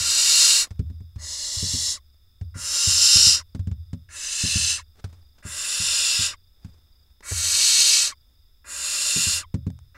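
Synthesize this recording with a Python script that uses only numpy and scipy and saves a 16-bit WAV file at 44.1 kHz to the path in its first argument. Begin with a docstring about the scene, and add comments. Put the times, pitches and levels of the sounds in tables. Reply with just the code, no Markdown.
"""Long rasping hisses: barn owl chicks beg in a nest box at night, heard close and in mono. Each call is
turbulent air coloured by throat, beak and box; it swells, then ends in a falling note as the beak closes. Feet
thump on the drumming floor, claws tick and down rustles on the litter; a few short dry clicks sound now and
then. Crickets sing faintly outside."""
import sys
import numpy as np
from scipy import signal
from scipy.fft import rfft, irfft, next_fast_len
from scipy.io import wavfile

SR = 44100
rng = np.random.default_rng(int(sys.argv[2]) if len(sys.argv) > 2 else 0)


def master_out(mix):
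    """Clip the mix to full scale and print it as 16-bit PCM to the path in sys.argv[1]."""
    frames = np.transpose(np.atleast_2d(mix))
    ceiling = np.clip(frames, -1, 1)
    pcm = np.round(ceiling * 32767).astype(np.int16)
    wavfile.write(sys.argv[1], SR, pcm)


N = 439677
T = np.arange(N) / SR


def undb(db):
    """Decibels to gain."""
    return 10 ** (np.asarray(db) / 20)


def unit(x):
    """Scale to an rms of 1."""
    return x / np.sqrt(np.mean(x ** 2) + 1e-20)


def shape(x, gain):
    """Filter by a gain that is a function of frequency."""
    size = next_fast_len(len(x))
    return irfft(rfft(x, size) * gain(np.fft.rfftfreq(size, 1 / SR)), size)[:len(x)]


def colour(x, spectrum):
    """Filter by (freq_hz, level_db) points joined on a log-frequency axis."""
    hz, db = np.transpose(spectrum)
    return shape(x, lambda f: undb(np.interp(np.log(f + 1), np.log(hz), db)))


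def band(f, lo_hz, hi_hz):
    """Gain of a steep band-pass."""
    return 1 / ((1 + (lo_hz / (f + 1)) ** 16) * (1 + (f / hi_hz) ** 16))


def bell(f, centre_hz, width_hz):
    """Gaussian peak of height 1."""
    return np.exp(-2 * ((f - centre_hz) / width_hz) ** 2)


def walk(rate_hz, size):
    """Random wander, rms about 1.2."""
    knots = rng.standard_normal(4096 + size // 8)
    return 1.5 * np.interp(np.arange(size) * rate_hz / SR, np.arange(len(knots)), knots)


def add(out, start_s, x):
    """Mix x in at start_s."""
    i = int(start_s * SR) + np.arange(len(x))
    inside = (i >= 0) & (i < N)
    out[i[inside]] += x[inside]


# noise floor: freq_hz, density_db
NOISE_FLOOR = [(20, -73.5), (45, -79), (72, -71), (100, -86), (150, -102), (300, -106), (700, -117),
               (1500, -114), (3000, -117), (9000, -119), (15500, -111)]

def background(tone_hz=1310, tone_db=-88):
    """Low rumble, microphone hiss and a faint wavering tone."""
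    noise = colour(rng.standard_normal(N), NOISE_FLOOR) * np.sqrt(SR / 2)
    pitch_hz = tone_hz + 15 * walk(82, N)
    return noise + undb(tone_db) * unit(np.sin(2 * np.pi * np.cumsum(pitch_hz) / SR))


# far crickets: centre_hz, width_hz, level_db
CRICKET_BANDS = [(3600, 330, -73), (5080, 450, -72.5)]
# nearest cricket: start_s, level_db
CRICKET_CHIRPS = [(.93, -67), (2.041, -66), (2.425, -63.5), (3.47, -65), (3.78, -66), (4.79, -66),
                  (5.199, -62.5), (6.35, -62.5), (6.61, -63), (6.905, -60.5), (8.085, -61.5), (8.335, -65)]

def crickets(stroke_hz=29, start_hz=5130, end_hz=4720, strokes=4):
    """A distant chorus, and one nearer cricket whose wing strokes each fall in pitch."""
    out = np.zeros(N)
    for hz, width_hz, level_db in CRICKET_BANDS:
        out += undb(level_db) * unit(shape(rng.standard_normal(N), lambda f: bell(f, hz, width_hz)))
    stroke = np.arange(int(strokes * SR / stroke_hz)) * stroke_hz / SR % 1
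    pitch_hz = start_hz + (end_hz - start_hz) * stroke
    chirp = np.sin(np.pi * stroke ** 2) ** 2 * np.sin(2 * np.pi * np.cumsum(pitch_hz) / SR)
    for start_s, level_db in CRICKET_CHIRPS:
        add(out, start_s, undb(level_db) * chirp)
    return out


# scratched litter: freq_hz, level_db
LITTER_SPECTRUM = [(300, 7.5), (600, 2), (1400, -1), (2800, -7.5), (5000, -6.5), (8000, -11.5),
                   (15000, -29)]

def litter(size, grain=1):
    """Friction noise of dry litter, rms 1."""
    return unit(colour(rng.standard_normal(size) * grain, LITTER_SPECTRUM))


# a chick shuffles: centre_s, half_length_s, level_db
DOWN_SHUFFLES = [(0.802, 0.16, -73.5), (4.984, 0.027, -60.5), (5.11, 0.11, -65), (5.39, .03, -62.5),
                 (6.674, 0.086, -65), (6.906, 0.22, -77), (8.301, .07, -77.5)]

def rustle(stir_db=-83.5):
    """Down brushes the litter in uneven grains; the brood is never quite still."""
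    motion = undb(stir_db)
    for centre_s, half_length_s, level_db in DOWN_SHUFFLES:
        motion = motion + undb(level_db) * np.exp(-((T - centre_s) / half_length_s) ** 2)
    return litter(N, grain=undb(2.5 * walk(140, N))) * motion


# dry ticks: start_s, level_db, decay_s
DRY_TICKS = [(.671, -47, 0.0061), (2.143, -64.5, .004), (5.128, -51.5, 0.011), (6.647, -56, 0.0044),
             (7.103, -65.5, 0.0069), (7.207, -46.5, 0.0038), (7.319, -32.5, 0.0077), (9.703, -38, 0.0014),
             (9.79, -39.5, 0.00065)]

def ticks(out):
    """Short dry clicks of decaying noise."""
    t = np.arange(SR // 10) / SR
    for start_s, level_db, decay_s in DRY_TICKS:
        add(out, start_s, undb(level_db) * litter(len(t)) * np.exp(-t / decay_s))


# floor modes: freq_hz, level_db, t60_s
BOX_FLOOR = [(75.66, 3.5, 0.56), (87.7, 1, 0.69), (95, 13, 0.18), (125, -11, 0.47), (168, -0.5, 0.15),
             (194.3, 2.5, 0.1), (248.6, -4, .13), (323, -11, 0.1), (417.3, -9.5, 0.073), (550.6, -24, 0.17)]

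def floor_ring(t, split_hz=110):
    """The floor's deep and upper modes; every spot favours different ones."""
    deep, upper = np.zeros((2, len(t)))
    for hz, level_db, t60_s in BOX_FLOOR:
        detune, scatter_db = rng.standard_normal(2) * (.012, 2.5)
        group = deep if hz < split_hz else upper
        group += undb(level_db + scatter_db - 60 * t / t60_s) * np.sin(2 * np.pi * hz * (1 + detune) * t)
    return deep, upper


# steps: start_s, thump_db, hardness_db (upper modes re deep), claw_db (before claw_boost_db)
FOOTFALLS = [(0.003, -39.5, -16, -66), (0.706, -35.5, -19, -46), (0.792, -24.5, -10.5, -46.5),
             (0.899, -38.5, -9.5, -57.5), (1.004, -41.5, -11, -61), (1.158, -33.5, -20, -52),
             (1.565, -35.5, -37.5, -63), (1.625, -32.5, -3.5, -63), (1.736, -32.5, -6, -57),
             (2.411, -30.5, -19.5, -51), (2.554, -37, -8.5, -67), (2.871, -28, -15, -45.5),
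             (3.155, -30, -10, -60), (3.266, -31.5, -9.5, -54.5), (3.548, -36.5, -1.5, -44),
             (3.592, -26.5, -20, -49.5), (3.671, -29.5, -6.5, -48.5), (3.713, -30, -16, -50),
             (3.93, -33, -3, -45), (4.436, -31, -2, -51), (4.555, -27.5, -7, -46.5),
             (5.041, -32, -16.5, -39), (5.45, -39, -6, -51), (5.799, -40, -4, -61), (6.19, -35.5, -8, -60),
             (6.646, -40, -5, -50.5), (7.311, -29.5, -46, -40), (9.16, -45.5, 12, -50.5),
             (9.267, -33, -9.5, -53), (9.541, -27, -2.5, -39), (9.666, -28.5, -1.5, -48)]

def footfalls(out, hard_contact_s=.003, claw_rise_s=.0015, claw_decay_s=.0085, claw_boost_db=4):
    """Feet load the floor, soft treads more slowly; it drums while a claw ticks on the litter."""
    t = np.arange(int(.6 * SR)) / SR
    for start_s, thump_db, hardness_db, claw_db in FOOTFALLS:
        deep, upper = floor_ring(t)
        contact_s = hard_contact_s * undb(-.25 * min(hardness_db, 0))
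        press = 1 - np.exp(-(t / contact_s) ** 2)
        for modes, level_db in (deep, thump_db), (-upper, thump_db + hardness_db):
            thump = press * modes
            add(out, start_s, undb(level_db) * thump / np.std(thump[:SR // 20]))
        claw = litter(len(t)) * np.exp(-t / claw_decay_s) * np.minimum(t / claw_rise_s, 1)
        add(out, start_s, undb(claw_db + claw_boost_db) * claw)


# closing notes: peak_s, level_db
BEAK_CLOSINGS = [(.675, -61), (1.98, -52.5), (3.412, -49), (4.795, -43.5), (6.342, -45.5), (8.127, -45),
                 (9.44, -46)]

def beak_closings(out, start_hz=1700, end_hz=1020, fall_s=.0055, breath_hz=210, lead_s=.059):
    """The mouth resonance slides down as the beak shuts: a breathy note of three harmonics."""
    t = np.arange(int(.09 * SR)) / SR - lead_s
    pitch_hz = end_hz + (start_hz - end_hz) / (1 + np.exp((t + .011) / fall_s))
    phase = 2 * np.pi * np.cumsum(pitch_hz) / SR
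    envelope = np.exp(-(t / np.where(t < 0, .025, .011)) ** 2)
    for peak_s, level_db in BEAK_CLOSINGS:
        note = 0
        for harmonic, db in enumerate([0, -7, -13], 1):
            breath = walk(breath_hz, len(t)) + 1j * walk(breath_hz, len(t))
            note += undb(db) * unit(np.real(breath * np.exp(1j * harmonic * phase)))
        add(out, peak_s - lead_s, undb(level_db) * note * envelope)


def echo_paths(count=28):
    """Reflections at one place in the box: delay_s, sway_share, sign."""
    delays_s = np.geomspace(.0014, .015, count) * rng.uniform(.96, 1.04, count)
    return np.column_stack([delays_s, rng.uniform(-1.2, 1, count), rng.choice([-1, 1], count)])


# chicks in the box: sway_scale_m, retreat_m_per_s, wall_delay_s, wall_db, echo_db (at zero delay)
CHICK_PLACES = [(.012, 0, .0016, -22, -17), (.025, .04, .0014, -7.5, -12), (.011, 0, .0019, -19, -14)]

def walls(x, chick, paths, fade_db_per_s=900):
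    """Quick reflections ripple the treble; their paths shift as the chick moves."""
    sway_scale_m, retreat_m_per_s, wall_delay_s, wall_db, echo_db = CHICK_PLACES[chick]
    n = np.arange(len(x))
    delayed = lambda delay_s, extra_m: np.interp(n - SR * (delay_s + extra_m / 343), n, x, left=0)
    # backing away from the nearest wall slides its comb of peaks down
    echoes = undb(wall_db) * delayed(wall_delay_s, retreat_m_per_s * n / SR)
    head_m = sway_scale_m * walk(2.5, len(x))
    for delay_s, sway_share, sign in paths:
        echoes += sign * undb(echo_db - fade_db_per_s * delay_s) * delayed(delay_s, sway_share * head_m)
    return x + shape(echoes, lambda f: band(f, 3000, 20000))


# throat turbulence: freq_hz, level_db
THROAT_SPECTRUM = [(100, -31.5), (270, -17.5), (400, -20), (750, -22), (1100, -10.5), (2200, -9),
                   (3000, -4), (4000, 1.8), (5300, 3), (7400, -0.66), (10000, -8), (12000, -17.5),
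                   (15000, -29)]
# box peaks and dips: centre_hz, width_hz, gain_db
BOX_RESONANCES = [(505, 75, -3.5), (587, 100, 10.5), (750, 100, -6.5), (1396, 40, 9), (1969, 75, 7),
                  (2164, 430, -3), (2785, 240, 9.5), (2814, 70, 2), (3267, 260, -3), (4258, 170, 3),
                  (7175, 430, 4), (8460, 480, -4.5)]

def rasp(pose, chick, paths, flutter_hz=45):
    """One second of a fluttering air jet, coloured by throat, beak and box."""
    jet = rng.standard_normal(SR) * undb(.41 * walk(flutter_hz, SR))
    voice = colour(walls(jet, chick, paths), THROAT_SPECTRUM)
    peaks = BOX_RESONANCES + list(pose)
    return shape(voice, lambda f: undb(sum(db * bell(f, hz, width_hz) for hz, width_hz, db in peaks)))


# registers (throat air, hiss body, upper hiss, top): attack_s, attack_db, arch_share, release_db, tilt_share
HISS_BANDS = [(.04, 5.5, 0.34, 9.5, 0.13), (.05, 25, 1.084, 34.5, 0), (.027, 38, .85, 40, 0.4),
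              (0.026, 32, 0.83, 38.5, 0.93)]
# register boundaries: edge_hz
BAND_EDGES_HZ = [120, 2300, 6200, 8300, 20000]

def hiss(voice, call, onset_s=.0017, cut_s=.031):
    """Effort arches to a crest and releases, each register following; the gape tilts the treble."""
    start_s, crest_s, end_s, release_s, swell_db, sag_db, hiss_db, air_db, top_re_hiss_db, tilt_db_per_s = call
    t = np.arange(SR) / SR + start_s
    band_rms = lambda lo_hz, hi_hz: np.std(shape(voice, lambda f: (f > lo_hz) & (f < hi_hz)))
    air = undb(air_db) / band_rms(900, 2100)
    body = undb(hiss_db) / band_rms(2600, 8000)
    top = undb(hiss_db + top_re_hiss_db) / band_rms(8500, 15000)
    rise_db = -swell_db * ((t - crest_s) / (crest_s - start_s)) ** 2
    fall_db = -max(sag_db, 0) * ((t - crest_s) / (end_s - crest_s)) ** 2
    arch_db = np.where(t < crest_s, rise_db, fall_db)
    release = np.maximum(1 + (t - end_s) / release_s, 0) ** 2
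    tilt_db = tilt_db_per_s * (t - crest_s)
    out = 0
    for k, gain in enumerate([air, body, body, top]):
        attack_s, attack_db, arch_share, release_db, tilt_share = HISS_BANDS[k]
        attack = np.exp(-(t - start_s) / attack_s)
        level_db = arch_share * arch_db + tilt_share * tilt_db - attack_db * attack - release_db * release
        out += shape(voice, lambda f: band(f, *BAND_EDGES_HZ[k:k + 2])) * gain * undb(level_db)
    return out * np.clip((t - start_s) / onset_s, 0, 1) * np.clip((end_s - t) / cut_s, 0, 1)


# calls: start_s, crest_s, end_s, release_s, swell_db, sag_db, hiss_db, air_db, top_re_hiss_db,
# tilt_db_per_s
BEGGING_CALLS = [(-.25, 0.477, 0.68, 0.072, 24, 11.5, -15, -38, -11, 4),
                 (1.18, 1.835, 1.997, 0.092, 8.5, 0, -25.5, -50, -11.5, 7.5),
                 (2.542, 3.235, 3.433, 0.13, 20, 5.5, -13.6, -39.8, -13, -1),
                 (4.087, 4.68, 4.834, 0.13, 15.5, 1.5, -22.5, -43.5, -10, 2),
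                 (5.425, 6.098, 6.362, 0.12, 17.5, 2, -21.5, -41, -10.5, -6.5),
                 (7.224, 7.87, 8.147, 0.089, 20.5, 13, -16, -40, -12.5, -6.5),
                 (8.643, 9.249, 9.447, .1, 15.5, -1, -22.5, -41.4, -7, 2),
                 (9.945, 10.55, 10, 0.11, 15, 2, -17, -37.5, -18, 3)]
# peaks and dips from gape and head position, one list per call: centre_hz, width_hz, gain_db
CALL_POSES = [
    [(1620, 72, 4.0), (1870, 80, 4.5), (2275, 100, 9.5), (3450, 82, -5), (3800, 130, 8.0), (4190, 140, 5.5),
     (5200, 1040, 4.5), (5320, 99, -10.0), (6910, 300, 4.5), (7956, 560, 7.5)],
    [(1410, 410, -13.5), (2580, 450, -12.5), (3966, 130, 8.5), (4360, 330, 4), (5170, 390, 6.5),
     (5700, 600, 3), (6490, 190, 6.5), (7750, 1000, 6), (9170, 570, 3)],
    [(1500, 270, 3), (3120, 290, 3.5), (3500, 150, -7.0), (3833, 160, 6.5), (4710, 70, 7),
     (5140, 340, 10.5), (5570, 160, 10), (6110, 470, 4.0), (7300, 400, 5.5), (8520, 700, 4.5)],
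    [(1745, 240, 11), (2190, 160, 9), (2624, 227, 13), (3020, 160, 12), (3240, 120, 5), (3830, 600, 6),
     (4860, 300, 5), (5240, 89, 11.5), (6170, 480, 7.5), (8580, 2440, 7.5)],
    [(1607, 100, 8), (2460, 80, 6.0), (2667, 39, 9), (3320, 43, 7.0), (3457, 70, 6.5), (4085, 160, -6.5),
     (4420, 270, -8), (6240, 560, -9), (8760, 380, 5), (9650, 460, 5.5)],
    [(1780, 210, 4.5), (2270, 120, 13.5), (2570, 120, 8.0), (2830, 250, -3.5), (3140, 180, 5.5),
     (3850, 110, 6), (4510, 760, 4.5), (6220, 800, 5.0), (8110, 530, 10), (11710, 240, 6.0)],
    [(1605, 89, 6.5), (2460, 63, 9.5), (2702, 81, 8.5), (3330, 65, 8), (4370, 76, -15), (4773, 90, 7.5),
     (5950, 270, -9), (7000, 390, 7.0), (8450, 520, 8), (9000, 62, -11)],
    [],
]
# caller of each call: chick_index
CALL_CHICKS = [0, 1, 2, 1, 2, 0, 2, 0]

def begging(out):
    """Three chicks hiss in turn, each from its own place in the box."""
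    paths = [echo_paths() for _ in CHICK_PLACES]
    for call, pose, chick in zip(BEGGING_CALLS, CALL_POSES, CALL_CHICKS):
        add(out, call[0], hiss(rasp(pose, chick, paths[chick]), call))


def scene():
    """The brood over the night outside, the same in both channels."""
    out = background() + crickets() + rustle()
    begging(out)
    beak_closings(out)
    footfalls(out)
    ticks(out)
    return np.array([out, out])


def record(dry):
    """Steep low-pass at 15750 Hz."""
    return signal.sosfilt(signal.ellip(12, .2, 80, 15750, fs=SR, output="sos"), dry)


dry = scene()
out = record(dry)
master_out(out)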